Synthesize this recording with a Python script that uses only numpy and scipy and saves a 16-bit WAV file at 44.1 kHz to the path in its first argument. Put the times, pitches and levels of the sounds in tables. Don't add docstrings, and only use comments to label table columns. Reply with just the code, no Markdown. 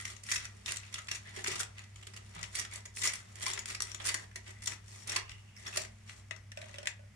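import sys
import numpy as np
from scipy import signal
from scipy.fft import rfft, irfft
from scipy.io import wavfile
from scipy.ndimage import uniform_filter1d

SR = 44100
rng = np.random.default_rng(int(sys.argv[2]) if len(sys.argv) > 2 else 0)


def pcm_store(signal):
    levels = np.round(np.clip(np.atleast_2d(signal), -1, 1) * 32767)
    wavfile.write(sys.argv[1], SR, levels.astype(np.int16).T)


N = 315315

# (frequency [Hz], relative level [dB], t60 [s])
TRAY_MODES = [(378, -24, 0.047), (451, -13, 0.034), (1055, -8, 0.061), (1250, -27, 0.25), (1680, -12, .25),
              (1850, 29, 0.18), (1970, 36, 0.21), (2000, -1, 0.32), (2300, -28, .2), (2450, -17, 0.46),
              (2690, -19, 0.91), (2790, -11, 0.21), (5170, -12, .2), (5900, -20, 0.34), (7150, -15, .2)]
# (time [s], hold [s], relative level [dB], body under 1 kHz [dB], crispness over 4 kHz [dB])
HAND_PUSHES = [(0.0, 0.0072, -42.5, -11, -2), (0.06, 0.055, -46.5, -12.5, 1.5), (0.265, 0.018, -50, -10, 3),
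               (0.304, 0.063, -39.5, -15, 6.5), (0.40, 0.044, -48, -16, -10), (0.683, 0.041, -39.5, -10, 2),
               (0.77, 0.12, -56.5, -22, -6), (0.943, .05, -51.5, -11, -6), (1.115, 0.052, -48, -15, 2),
               (1.269, 0.03, -52, -11, -20), (1.363, 0.038, -45, -5.5, -3.5), (1.473, 0.099, -42, -7, -3),
               (1.786, 0.0063, -49, -10, -13), (1.98, 0.019, -60.5, -5, -1), (2.08, 0.016, -65, -7, -1),
               (2.165, 0.015, -65, -3, -3), (2.358, 0.053, -49, -8.5, -18), (2.554, 0.052, -40, -10.5, 0.5),
               (2.726, 0.052, -49, -5.5, -0.5), (2.974, 0.047, -42, 2, 17), (3.039, 0.037, -33, -13, 2),
               (3.125, 0.069, -50.5, -17, 4), (3.375, 0.024, -53, -5, -4), (3.435, 0.066, -38, -8.5, 2),
               (3.54, 0.038, -47, -3.5, -4), (3.688, 0.036, -43, -6, 4.5), (3.83, 0.085, -50.5, -5.5, 1),
               (4.004, 0.025, -50, -2.5, -8), (4.063, 0.038, -35, -10.5, -1.5), (4.15, 0.081, -53.5, 1, 3),
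               (4.474, 0.02, -50.5, -4, -3), (4.68, 0.037, -44.5, -7.5, 1.5), (4.885, 0.15, -54, 0.5, 9),
               (5.088, 0.085, -41.5, -4, -8), (5.30, 0.013, -56, -14, -8), (5.589, 0.045, -57, -4, 3),
               (5.671, 0.0068, -43.5, -3.5, -3), (5.739, 0.095, -46, -3.5, 3),
               (6.083, 0.047, -54.5, -8.5, -1), (6.175, 0.0088, -57, 10.5, 13.5),
               (6.58, .28, -58.5, -2.5, -10)]


def gain_of(db):
    return 10 ** (np.asarray(db) / 20)


def unit_rms(x):
    return x / np.sqrt(np.mean(x ** 2) + 1e-20)


def curve_at(points, hz):
    f, value = np.transpose(points)
    return np.interp(np.log(hz + 1), np.log(f + 1), value)


def add(mix, s, sound):
    part = mix[..., max(round(s * SR), 0):][..., :sound.shape[-1]]
    part += sound[..., :part.shape[-1]]


def convolve(x, response):
    return signal.oaconvolve(x, np.atleast_2d(response), axes=1)[:, :N]


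def minimum_phase(gain):
    log_gain = np.log(np.concatenate([gain, gain[-2:0:-1]]) + 1e-6)
    return np.fft.ifft(np.exp(np.conj(signal.hilbert(log_gain)))).real


def bounded_normal(shape):
    return np.clip(rng.standard_normal(shape), -2, 2)


def stereo_noise(size, common, lag_s=.0005):
    shared, left, right = rng.standard_normal((3, size))
    wave = np.array([np.roll(shared, round(lag_s * SR)), shared])
    return (common * wave + np.array([left, right])) / np.hypot(common, 1)


def room_air(level_db=-68.5, above_hz=280):
    # (frequency [Hz], relative density [dB])
    spectrum = [(20, -16), (60, -10), (85, -11), (125, -7), (170, -15), (220, -15), (300, -25), (800, -27),
                (1370, -27), (2020, -21), (4060, -33), (5530, -30), (9400, -35), (15000, -54)]
    # (frequency [Hz], coherence [0-1])
    coherence = [(100, 0.89), (200, 0.66), (400, 0.26), (900, 0.48), (15000, 0)]
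    hz = np.fft.rfftfreq(N, 1 / SR)
    left, independent = rfft(rng.standard_normal((2, N)))
    common = curve_at(coherence, hz)
    right = common * left + np.sqrt(1 - common ** 2) * independent
    air = np.array([left, right]) * gain_of(curve_at(spectrum, hz))
    upper_rms = irfft(air.mean(0) * (hz > above_hz), N).std()
    return gain_of(level_db) * irfft(air, N) / upper_rms


def appliance_hum():
    # (frequency [Hz], level [dB], noise bandwidth [Hz], steady power share [0-1])
    partials = [(63, -64.5, 12, 0.2), (100, -55, 25, 0.9), (192, -73.5, 21, 0.03),
                (218.7, -73.5, 7.5, 0.44)]
    out, hz = np.zeros(N), np.fft.rfftfreq(N, 1 / SR)
    for f, db, width, steady in partials:
        waver = unit_rms(irfft(rfft(rng.standard_normal(N)) / (1 + (2 * (hz - f) / width) ** 2), N))
        tone = unit_rms(np.sin(2 * np.pi * (f * np.arange(N) / SR + rng.random())))
        out += gain_of(db) * (np.sqrt(steady) * tone + np.sqrt(1 - steady) * waver)
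    return out


def kitchen(x, tail_db=-7, early_db=-12, tail_delay_s=0.0035, early_decay_s=0.0022):
    # (frequency [Hz], t60 [s])
    decay_times = [(300, 0.28), (800, 0.37), (2000, 0.24), (5500, 0.19), (12000, 0.13)]
    hz, when, spectra = signal.stft(rng.standard_normal((2, SR // 2)), SR, nperseg=256)
    decay = gain_of(-60 * when / curve_at(decay_times, hz)[:, None])
    tail = signal.istft(spectra * decay, SR, nperseg=256)[1]
    t = np.arange(tail.shape[1]) / SR
    tail *= np.clip(t / tail_delay_s - 1, 0, 1)
    tail *= gain_of(tail_db) / np.linalg.norm(tail[0])
    early = rng.standard_normal(tail.shape) * (rng.random(tail.shape) < .03)
    early *= np.exp(-t / early_decay_s) * (t > .002)
    early *= gain_of(early_db) / np.linalg.norm(early[0])
    return convolve(x, early + tail)


def bumps(rise_s=0.013):
    # (time [s], level [dB], frequency [Hz])
    shifts = [(0.368, -50, 65.6), (1.501, -54, 148), (1.601, -58, 137), (2.358, -51.5, 166.5),
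              (2.391, -58, 178), (5.218, -52, 62.3), (5.308, -50, 61.7)]
    out, t = np.zeros(N), np.arange(SR // 4) / SR
    swell = t / rise_s * np.exp(1 - t / rise_s)
    for s, db, hz in shifts:
        add(out, s, gain_of(db) * swell * np.sin(2 * np.pi * hz * t))
    return np.array([out, out])


def tray_vibration(weights, t):
    return sum(weight * gain_of(-60 * t / t60) * np.sin(2 * np.pi * (hz * t + rng.random((2, 1))))
               for weight, (hz, _, t60) in zip(weights, TRAY_MODES))


def tray_resonance(x, peak_db=-1):
    weights = gain_of([db for _, db, _ in TRAY_MODES])
    response = tray_vibration(weights, np.arange(SR // 2) / SR)
    return gain_of(peak_db) * convolve(x, response / np.abs(rfft(response)).max())


def knocks(level_db=-2, reach_octaves=0.1, rise_s=0.00026):
    # (time [s], relative level [dB], centre of excitation [Hz])
    blows = [(0.052, -49, 1960), (0.318, -40, 1970), (0.32, -41, 403), (1.375, -40, 404),
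             (1.481, -33.5, 392), (1.604, -35.5, 425), (2.363, -47, 1250), (2.43, -58, 2000),
             (3.05, -56, 1050), (3.468, -34, 1040), (4.087, -49, 1970), (4.144, -49, 1790),
             (4.673, -54, 1970), (5.161, -37, 1060), (5.168, -47.5, 2700), (5.566, -63, 2050),
             (5.773, -51, 1630)]
    out, t = np.zeros((2, N)), np.arange(SR // 2) / SR
    mode_hz, mode_db, _ = np.transpose(TRAY_MODES)
    for s, db, centre_hz in blows:
        weights = gain_of(mode_db) * np.exp(-(np.log2(mode_hz / centre_hz) / reach_octaves) ** 2)
        ringing = tray_vibration(weights / np.linalg.norm(weights), t) * (1 - np.exp(-t / rise_s))
        add(out, s, gain_of(db + level_db) * ringing)
    return out


def drags(level_db=-4.5, width_hz=430, slips_per_s=170, spread_db=5, slip_s=0.003):
    # (time [s], length [s], relative level [dB], start pitch [Hz], end pitch [Hz])
    slides = [(0.279, 0.12, -43.5, 1980, 2020), (1.19, 0.2, -57.5, 1900, 1950),
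              (2.7, 0.077, -50, 2200, 2050), (3.02, 0.085, -41.5, 2060, 2120),
              (3.659, 0.1, -57, 1980, 2020), (4.13, 0.14, -56, 1750, 1820),
              (4.439, 0.21, -62.5, 2020, 2000), (5.199, 0.24, -61.5, 2750, 2850),
              (5.443, 0.12, -66, 2850, 2800), (5.562, 0.12, -59, 2050, 2020)]
    out, pole = np.zeros((2, N)), np.exp(-np.pi * width_hz / SR)
    for s, length, db, start_hz, end_hz in slides:
        t = np.arange(0, length, 1 / SR)
        slips = (rng.random(len(t)) < slips_per_s / SR) * gain_of(spread_db * bounded_normal(len(t)))
        grip = signal.lfilter([1], [1, -np.exp(-1 / (slip_s * SR))], slips) + .5
        friction = stereo_noise(len(t), common=0.62) * grip
        carrier = np.exp(2j * np.pi * np.cumsum(start_hz + (end_hz - start_hz) * t / length) / SR)
        rasp = (carrier * signal.lfilter([1], [1, -2 * pole, pole ** 2], friction / carrier)).real
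        add(out, s, gain_of(db + level_db) * unit_rms(rasp * np.sqrt(np.sin(np.pi * t / length))))
    return out


def creaks_and_rings(level_db=-1, pulses_per_s=105, pulse_s=0.0043, release_s=0.0013, width_hz=230):
    # (time [s], length [s], relative level [dB], low pitch [Hz], high pitch [Hz], high against low [dB])
    pleat_sounds = [(1.441, 0.0054, -38, 2300, 6740, 6), (1.463, 0.0061, -37.5, 1800, 2500, -4),
                    (4.314, 0.005, -55, 1860, 5800, -15), (5.161, 0.007, -35, 1200, 5500, -3),
                    (5.565, 0.012, -51.5, 2050, 5260, 3), (5.662, 0.0097, -47, 1930, 3340, -1),
                    (5.667, 0.015, -42, 3440, 5460, 5), (5.729, 0.024, -47.5, 2660, 3480, -12),
                    (5.772, 0.0071, -37, 4930, 9330, -1)]
    out, t = np.zeros((2, N)), np.arange(SR // 10) / SR
    for s, length, db, low_hz, high_hz, high_db in pleat_sounds:
        pulses = np.exp(-(t % (1 / pulses_per_s)) / pulse_s - np.maximum(t - length, 0) / release_s)
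        drive = stereo_noise(len(t), common=0.42) * pulses
        low, high = (resonance(drive, hz, width_hz) for hz in (low_hz, high_hz))
        ringing = unit_rms(low) + gain_of(high_db) * unit_rms(high)
        add(out, s, gain_of(db + level_db) * ringing / ringing[:, t <= length].std())
    return out


def resonance(x, hz, width_hz):
    return signal.lfilter(*signal.iirpeak(hz, hz / width_hz, SR), x)


def facets(x, pitches_hz, ring_db, base_width_hz):
    return x + gain_of(ring_db) * sum(resonance(x, hz, base_width_hz + 0.0024 * hz) for hz in pitches_hz)


def pops(pop_db=2, rise_s=0.0029, lag_s=0.00048, tick_db=-1.5, tick_s=0.0053, crack_db=-5, crack_s=0.00089):
    # (time [s], relative tick level [dB], relative pop level [dB], lowest mode [Hz],
    # broad facet [Hz], tight facet [Hz])
    flexes = [(5.774, -43, -39.5, 628, 1850, 4950), (6.31, -40.5, -49.5, 640, 1470, 2400),
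              (6.518, -43.5, -71, 610, 1720, 5450), (6.573, -40.5, -45, 615, 2600, 5500),
              (6.6159, -43, -62, 644, 2350, 3850), (6.626, -54, -48.5, 635, 1700, 2300),
              (6.642, -53, -62, 620, 2500, 5500), (6.693, -56, -59.5, 593, 1750, 3030),
              (6.742, -47, -57, 575, 1950, 2600), (6.7583, -52, -64, 590, 2700, 3600),
              (6.784, -40, -48, 591, 3120, 5440), (6.83, -47, -50.5, 603, 3015, 5260),
              (6.857, -41, -63, 590, 1930, 6900), (6.872, -30, -60, 686, 1930, 3600),
              (6.993, -65, -58.5, 605, 1800, 2600), (7.037, -85, -62.5, 588, 1800, 2600)]
    # (frequency [Hz], relative level [dB], t60 [s])
    case_modes = [(610, 12, 0.042), (1510, -8.5, 0.16), (1800, -10, 0.052), (2050, -23, 0.041),
                  (2600, -11, .04), (5230, -17, .04)]
    # (frequency [Hz], relative level [dB])
    tick_spectrum = [(200, -20), (1300, -21), (1780, 2), (2100, -2), (2600, -3.5), (3400, -5.5),
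                     (4600, -13), (5500, -7), (6600, -11), (9000, -9), (11000, -24), (15000, -35)]
    hollow, ticks, t = np.zeros(N), np.zeros((2, N)), np.arange(SR // 5) / SR
    tick_decay = np.exp(-t / tick_s) + gain_of(crack_db) * np.exp(-t / crack_s)
    for s, dry_db, hollow_db, lowest_hz, broad_hz, tight_hz in flexes:
        scaled_t = t * lowest_hz / case_modes[0][0]
        ringing = sum(gain_of(db - 60 * scaled_t / t60) * np.sin(2 * np.pi * hz * scaled_t)
                      for hz, db, t60 in case_modes)
        add(hollow, s, gain_of(hollow_db + pop_db) * ringing * (1 - np.exp(-t / rise_s)))
        burst = stereo_noise(len(t), common=0.43) * tick_decay
        tick = facets(burst, (broad_hz, tight_hz), ring_db=2, base_width_hz=520)
        add(ticks, s, gain_of(dry_db + tick_db) * tick)
    colour = minimum_phase(gain_of(curve_at(tick_spectrum, np.fft.rfftfreq(2048, 1 / SR))))
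    hollow = np.array([np.roll(hollow, round(lag_s * SR)), hollow]) * gain_of([[-2], [1]])
    return hollow + convolve(ticks, colour / np.linalg.norm(colour))


def paper_colour(hz):
    # (frequency [Hz], relative level [dB])
    left_spectrum = [(120, -15), (290, -12.5), (390, -7.5), (520, -11.5), (800, -11.5), (1100, -4),
                     (1550, -4.5), (2000, 1.5), (2500, -4.5), (4500, -5), (5600, 2.5), (7200, 2),
                     (9200, -10.5), (10300, -23), (15000, -32)]
    right_spectrum = [(120, -17.5), (290, -18), (390, -3.5), (520, -13.5), (680, -7.5), (1100, -10.5),
                      (1550, -7), (2000, -3), (2500, -6), (4000, -3.5), (7200, -1), (9300, 1),
                      (10300, -7.5), (12000, -15.5), (15000, -22.5)]
    # (frequency [Hz], width [Hz], left [dB], right [dB])
    ripples = [(1300, 170, 2.5, -2), (1600, 310, -2, 0), (1980, 260, 1, 1.5), (2650, 370, 1.5, 1),
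               (3450, 230, 3, 1), (4040, 210, -1.5, -2.5), (4510, 400, 2.5, 1.5), (5020, 290, -4.5, -1),
               (5800, 260, 0.5, 1.5), (6280, 380, -4.5, -3.5), (7800, 330, 3, -1), (8260, 390, -3, -3.5),
               (8630, 330, 5, -1.5), (9370, 330, 1, 1), (10240, 500, -5, -1), (11400, 640, 4.5, -0.5)]
    db = np.array([curve_at(left_spectrum, hz), curve_at(right_spectrum, hz)])
    for centre, width, left_db, right_db in ripples:
        db += np.outer([left_db, right_db], np.exp(-2 * ((hz - centre) / width) ** 2))
    return gain_of(db)


def paper_radiation(force, body_lag_s=0.00082):
    hz = np.fft.rfftfreq(2048, 1 / SR)
    colour = rfft([minimum_phase(side) for side in paper_colour(hz)])
    low, high = 1 / (1 + (hz / 1050) ** 6), 1 - 1 / (1 + (hz / 4000) ** 6)
    lead = 64
    body = np.array([np.roll(force[0, 1], round(body_lag_s * SR)), force[0, 1]])
    out = np.zeros((2, N))
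    for drive, band in zip((body, force[1], force[2]), (low, 1 - low - high, high)):
        response = np.roll(irfft(colour * band), lead, 1)
        out += convolve(drive, response / np.sqrt(np.sum(response ** 2) / 2))
    return np.pad(out[:, lead:], ((0, 0), (0, lead)))


def band_gains(body_db, crisp_db):
    body, crisp = gain_of(body_db), gain_of(crisp_db)
    return np.array([body, np.ones_like(body), crisp]) / np.sqrt(1 + crisp ** 2)


def contact(when, grip_s=0.046, release_s=0.022):
    # (time [s], relative level [dB])
    touch = [(0, -63.5), (1.3, -61), (1.92, -67), (2.5, -58), (2.91, -70), (3.3, -60), (3.9, -74),
             (4.33, -69), (4.55, -64.5), (4.81, -66.5), (5.4, -66.5), (5.54, -71), (5.95, -69), (7.1, -84)]
    touch_gain = gain_of(np.interp(when, *np.transpose(touch)))
    power = np.outer(band_gains(body_db=-0.5, crisp_db=0.0), touch_gain) ** 2
    for s, held, db, body_db, crisp_db in HAND_PUSHES:
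        rise = np.clip(1 - (s - when) / grip_s, 0, 1) ** 2
        release = np.exp(-np.maximum(when - s - held, 0) / release_s)
        power += np.outer(gain_of(db) * band_gains(body_db, crisp_db), rise * release) ** 2
    return np.sqrt(power)


def pleat_catches(per_s=480, spread_db=3.5, decay_s=0.0022, dwell_s=.03, pleats=24, at_once=6):
    now = np.arange(N) / SR
    catches = (rng.random(N) < per_s / SR) * gain_of(spread_db * np.minimum(rng.exponential(1, N), 3))
    catches /= np.sqrt(abs(uniform_filter1d(catches ** 2, size=2000)) + 1e-9)
    touching = rng.integers(0, pleats, (N, at_once))
    pleat = touching[(now / dwell_s).astype(int), rng.integers(0, at_once, N)]
    out, t = np.zeros((2, N)), now[:512]
    for k, hz in enumerate(np.geomspace(1100, 10000, pleats)):
        burst = stereo_noise(len(t), common=0.47) * np.exp(-t / decay_s)
        tick = unit_rms(facets(burst, [hz], ring_db=10, base_width_hz=170))
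        for at in np.flatnonzero(catches * (pleat == k)):
            add(out, now[at], catches[at] * tick)
    return unit_rms(out)


def rubbing(level_db=-4, grip_db=-56, grip_range_db=7):
    now = np.arange(N) / SR
    steps = now[::64]
    bands = np.array([np.interp(now, steps, band) for band in contact(steps)])
    contact_db = 20 * np.log10(np.hypot(bands[1], bands[2]))
    crackle_share = np.clip(0.55 / (0.5 + np.exp((grip_db - contact_db) / grip_range_db)), 0, 1)
    crackle = np.sqrt(crackle_share) * pleat_catches()
    hiss = np.sqrt(1 - crackle_share) * rng.standard_normal((2, N))
    return gain_of(level_db) * bands[:, None] * (crackle + hiss)


def buckle(s, length, pitches_hz, spread_db=5, fall_db=1.5, release_s=0.0019, rise_share=0.049):
    # (time [s], delay of left after right [s])
    arrival_lags = [(0, 0.00083), (0.85, 0.00058), (1.0, 0.000064), (1.95, 0.00086), (2.2, 0.00059),
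                    (7.1, -0.0036)]
    t = np.arange(2048) / SR
    lag_s = np.interp(s, *np.transpose(arrival_lags))
    slips = stereo_noise(len(t), common=0.7, lag_s=lag_s) * gain_of(spread_db * bounded_normal(len(t)))
    envelope = gain_of(-fall_db * np.minimum(t / length, 1))
    envelope *= np.exp(-np.maximum(t - length, 0) / release_s)
    envelope *= 1 - np.exp(-t / (rise_share * length))
    arrived = np.array([t >= lag_s, t >= -lag_s])
    burst = facets(slips * envelope * arrived, pitches_hz, ring_db=4, base_width_hz=320)
    return burst / np.sqrt(np.mean(burst[:, t <= length] ** 2))


def crinkles(level_db=-4, spread_db=3, length_s=0.0022, crisp_db=4.5, crisp_spread_db=5, count=400):
    force = np.zeros((3, 2, N))
    when = (np.arange(count) + rng.random(count)) / count * N / SR
    pushes = np.linalg.norm(contact(when), axis=0)
    for s, push, (size, crisp, slow) in zip(when, pushes, bounded_normal((count, 3))):
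        bands = band_gains(body_db=-12, crisp_db=crisp_db + crisp_spread_db * crisp)
        bands *= push * gain_of(level_db + spread_db * size)
        broad_hz, tight_hz = rng.uniform(1700, 3600), rng.uniform(5200, 9550)
        add(force, s, bands[:, None, None] * buckle(s, length_s * np.exp(slow / 2), (broad_hz, tight_hz)))
    return force


def snaps(level_db=-5.0, body_offset_db=-5):
    # (time [s], relative level [dB], length [s], crispness [dB], broad facet [Hz],
    # tight facet [Hz], left against right [dB])
    creases = [(0.052, -31.5, 0.0035, 1.5, 2000, 6000, -1), (0.163, -47, 0.0069, 6, 2500, 6150, 6.5),
               (0.235, -40.5, 0.004, 15, 2090, 7820, 1), (0.287, -38.5, 0.0058, -16, 1820, 5470, -3),
               (0.3142, -24.5, 0.01, 3, 1980, 6130, -0.5), (0.338, -33, 0.009, 13, 1700, 4970, -1),
               (0.357, -28.5, 0.0095, 3.5, 2540, 5530, 0), (0.445, -42, 0.0045, 0, 1700, 7500, 1.0),
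               (0.452, -36.5, 0.0047, 2, 1500, 5800, 2), (0.66, -30.5, 0.0025, 0.5, 3620, 5300, 0),
               (0.678, -39.5, 0.0077, -4, 2660, 5920, -12), (0.686, -36.5, 0.0089, -9, 2820, 5360, -7),
               (0.72, -28, 0.0022, 8, 1410, 9000, -3), (0.7594, -38, 0.004, 6, 3100, 7750, -6),
               (0.769, -31.5, 0.0029, 10, 2840, 7600, 5.5), (0.8336, -48.5, 0.01, -21, 2690, 5080, -3),
               (0.926, -45.5, 0.0065, 3, 2130, 5880, -6), (0.941, -30.5, 0.0037, 2.5, 3530, 5450, -1),
               (0.957, -40, 0.004, -10, 2890, 5920, 0), (0.982, -38, 0.0091, -4, 1330, 6630, 0.5),
               (1.071, -44.5, 0.0022, 0, 3450, 7450, -1.5), (1.084, -35.0, 0.0068, -7, 2500, 5530, 0.5),
               (1.1135, -27, 0.0042, -1.5, 2680, 5730, -1.5), (1.147, -37.5, 0.014, 6, 2410, 6590, 2),
               (1.3625, -44, 0.0027, 0, 2130, 5330, -8), (1.4425, -32, 0.0044, -2, 2150, 5900, 0),
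               (1.461, -32, 0.0025, -19, 2220, 7470, -4), (1.472, -29, 0.0026, 14, 2350, 7620, -2),
               (1.4772, -28.5, 0.0062, 3, 2200, 4750, 1), (1.513, -35, 0.014, 1, 2600, 5370, 3),
               (1.556, -36, 0.0054, 3, 1300, 4700, -2), (1.593, -31.5, 0.0056, 14, 2390, 9370, 4),
               (1.6009, -27.5, 0.012, 5.5, 1460, 9230, -2.5), (1.631, -32.5, 0.003, 3, 2770, 7700, 3),
               (1.838, -51.5, 0.006, -5, 1900, 5800, -1), (1.958, -48, 0.0055, 1, 3060, 6660, -2),
               (2.026, -48.5, 0.0095, -5, 3100, 7580, -3), (2.0687, -40, 0.0054, -1, 3070, 8350, -1),
               (2.1355, -47, 0.0081, -1, 1830, 5170, -4), (2.163, -42, 0.0048, 3, 2840, 7740, -3),
               (2.172, -43, 0.0048, 0, 2840, 6700, -3), (2.35, -48, 0.005, 0, 2000, 7000, -3),
               (2.429, -32.5, 0.0032, 6, 2020, 5060, 4), (2.4384, -36, 0.0043, -8, 3020, 7100, 0.0),
               (2.552, -30, 0.0061, 6, 2220, 9400, -3.5), (2.585, -34.5, 0.0075, 5, 2070, 5700, -5),
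               (2.5953, -30, 0.0059, 8, 1850, 6100, -9), (2.6496, -36.5, 0.0043, -4, 1700, 6960, 1),
               (2.7366, -38.5, 0.0026, 12, 1610, 9800, -7), (2.758, -33, 0.0024, 24, 1940, 7800, 0),
               (2.8535, -41.5, 0.009, 3.5, 2040, 6660, -1.5), (2.962, -40.5, 0.006, 18, 2630, 9300, -2),
               (3.016, -33, 0.0086, 8, 3500, 7490, 6), (3.0342, -28.5, 0.028, 7.5, 2130, 6900, -2),
               (3.073, -22.5, 0.004, 13, 2150, 5460, 5.5), (3.098, -34, 0.0037, 2, 2400, 6900, 0),
               (3.1346, -31.5, 0.0057, 5, 2090, 9040, -2), (3.155, -36, 0.003, 9, 2000, 5600, 2),
               (3.355, -46, 0.0051, 3, 1840, 7130, -10), (3.4076, -40.5, 0.0029, -4, 2010, 7170, -5),
               (3.423, -35, 0.0089, 5, 3300, 8950, -3), (3.4635, -26.5, 0.0039, 3, 2450, 5600, 2),
               (3.489, -36, 0.0031, -3, 3450, 5660, -1), (3.513, -34.5, 0.002, -2, 3600, 5560, 0),
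               (3.5338, -28.5, 0.0025, 15, 3340, 6900, 3), (3.575, -34.5, 0.0034, -14, 2050, 5400, 3.5),
               (3.591, -31, 0.004, 10, 2880, 6890, 0), (3.657, -32, 0.0022, 6.5, 2050, 9000, 1),
               (3.633, -51, 0.0036, -7, 2100, 5600, 2), (3.685, -39, 0.0042, 3, 2180, 7000, -2),
               (3.701, -36, 0.0026, 2, 2260, 6800, -4), (3.747, -33, 0.0065, 0, 2150, 5000, 0),
               (3.8034, -27.5, 0.0033, 3.5, 1430, 5900, -2.5), (3.821, -22.5, 0.002, 19, 3280, 9800, 2.5),
               (3.916, -38, 0.0017, 4, 3340, 5660, 4), (3.9453, -33.5, 0.0035, 3.5, 3640, 6800, 1.5),
               (4.0, -40, 0.007, -13, 1090, 3400, -7), (4.0521, -30, 0.0027, 15, 2610, 8610, -1.5),
               (4.0624, -29.5, 0.0029, 10, 2050, 9690, -6), (4.0694, -25, 0.003, 20, 2710, 9670, -5),
               (4.0848, -27, 0.0066, 7, 1960, 9670, -4), (4.142, -25.5, 0.0061, 4, 1680, 8830, -0.5),
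               (4.357, -36.0, 0.0066, 3.5, 1970, 6120, -2), (4.373, -49, 0.0048, 4, 2020, 6610, 0),
               (4.6194, -44, 0.01, 3, 2090, 8840, 0), (4.634, -44, 0.011, 7, 2130, 9000, -3),
               (4.658, -32.5, 0.004, 16, 3550, 8550, -0.5), (4.6714, -27.5, 0.0067, 8.5, 3340, 6850, 0),
               (4.677, -32, 0.0015, 0, 3470, 5730, 2), (4.719, -37.5, 0.0037, -3, 2450, 5680, 2),
               (4.7335, -40.5, 0.0032, 1, 1510, 6220, -2), (5.072, -38, 0.0066, 15, 1720, 9430, -5),
               (5.0933, -31.5, 0.0075, 11, 2300, 5540, -2), (5.118, -33.5, 0.0057, 6, 1760, 5320, -3),
               (5.16, -24.5, 0.0082, 1, 2450, 4530, -2), (5.294, -39.5, 0.003, -6, 2300, 5020, -2),
               (5.315, -44, 0.005, -4, 2910, 4970, -5), (5.758, -33.5, 0.0052, -0.5, 1400, 9300, -5),
               (5.77, -25.0, 0.0081, 8.5, 2720, 4800, -3), (5.8154, -38, 0.0059, 19, 2150, 7670, 7),
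               (5.849, -40.5, 0.0014, -9, 1750, 5860, -11), (6.0933, -39.5, 0.0039, -8.5, 2430, 8000, -0.5),
               (6.3093, -35, 0.0011, -12, 1440, 6550, 11), (6.362, -45.5, 0.0028, -0.5, 1430, 5170, 2),
               (6.8715, -27.5, 0.003, 1.5, 2650, 7550, 0)]
    force = np.zeros((3, 2, N))
    start, held, _, push_body_db, _ = np.transpose(HAND_PUSHES)
    for s, db, length, crisp_db, broad_hz, tight_hz, side_db in creases:
        body_db = np.interp(s, start + held / 2, push_body_db) + body_offset_db
        bands = gain_of(db + level_db) * band_gains(body_db, crisp_db)
        pan = gain_of([[side_db / 2], [-side_db / 2]])
        add(force, s, bands[:, None, None] * pan * buckle(s, length, (broad_hz, tight_hz)))
    return force


def scene(held_reverb_db=-4):
    rustle = paper_radiation(snaps() + crinkles() + rubbing())
    on_tray = rustle + tray_resonance(rustle) + knocks() + creaks_and_rings() + drags() + bumps()
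    held_case = pops()
    reverberation = kitchen(on_tray + gain_of(held_reverb_db) * held_case)
    return on_tray + held_case + reverberation + room_air() + appliance_hum()


def record(dry):
    cutoff_hz = 15500
    low_pass = signal.firwin(255, cutoff_hz, window=("kaiser", 8), fs=SR)
    return signal.oaconvolve(dry, low_pass[None], "same")


dry = scene()
out = record(dry)
pcm_store(out)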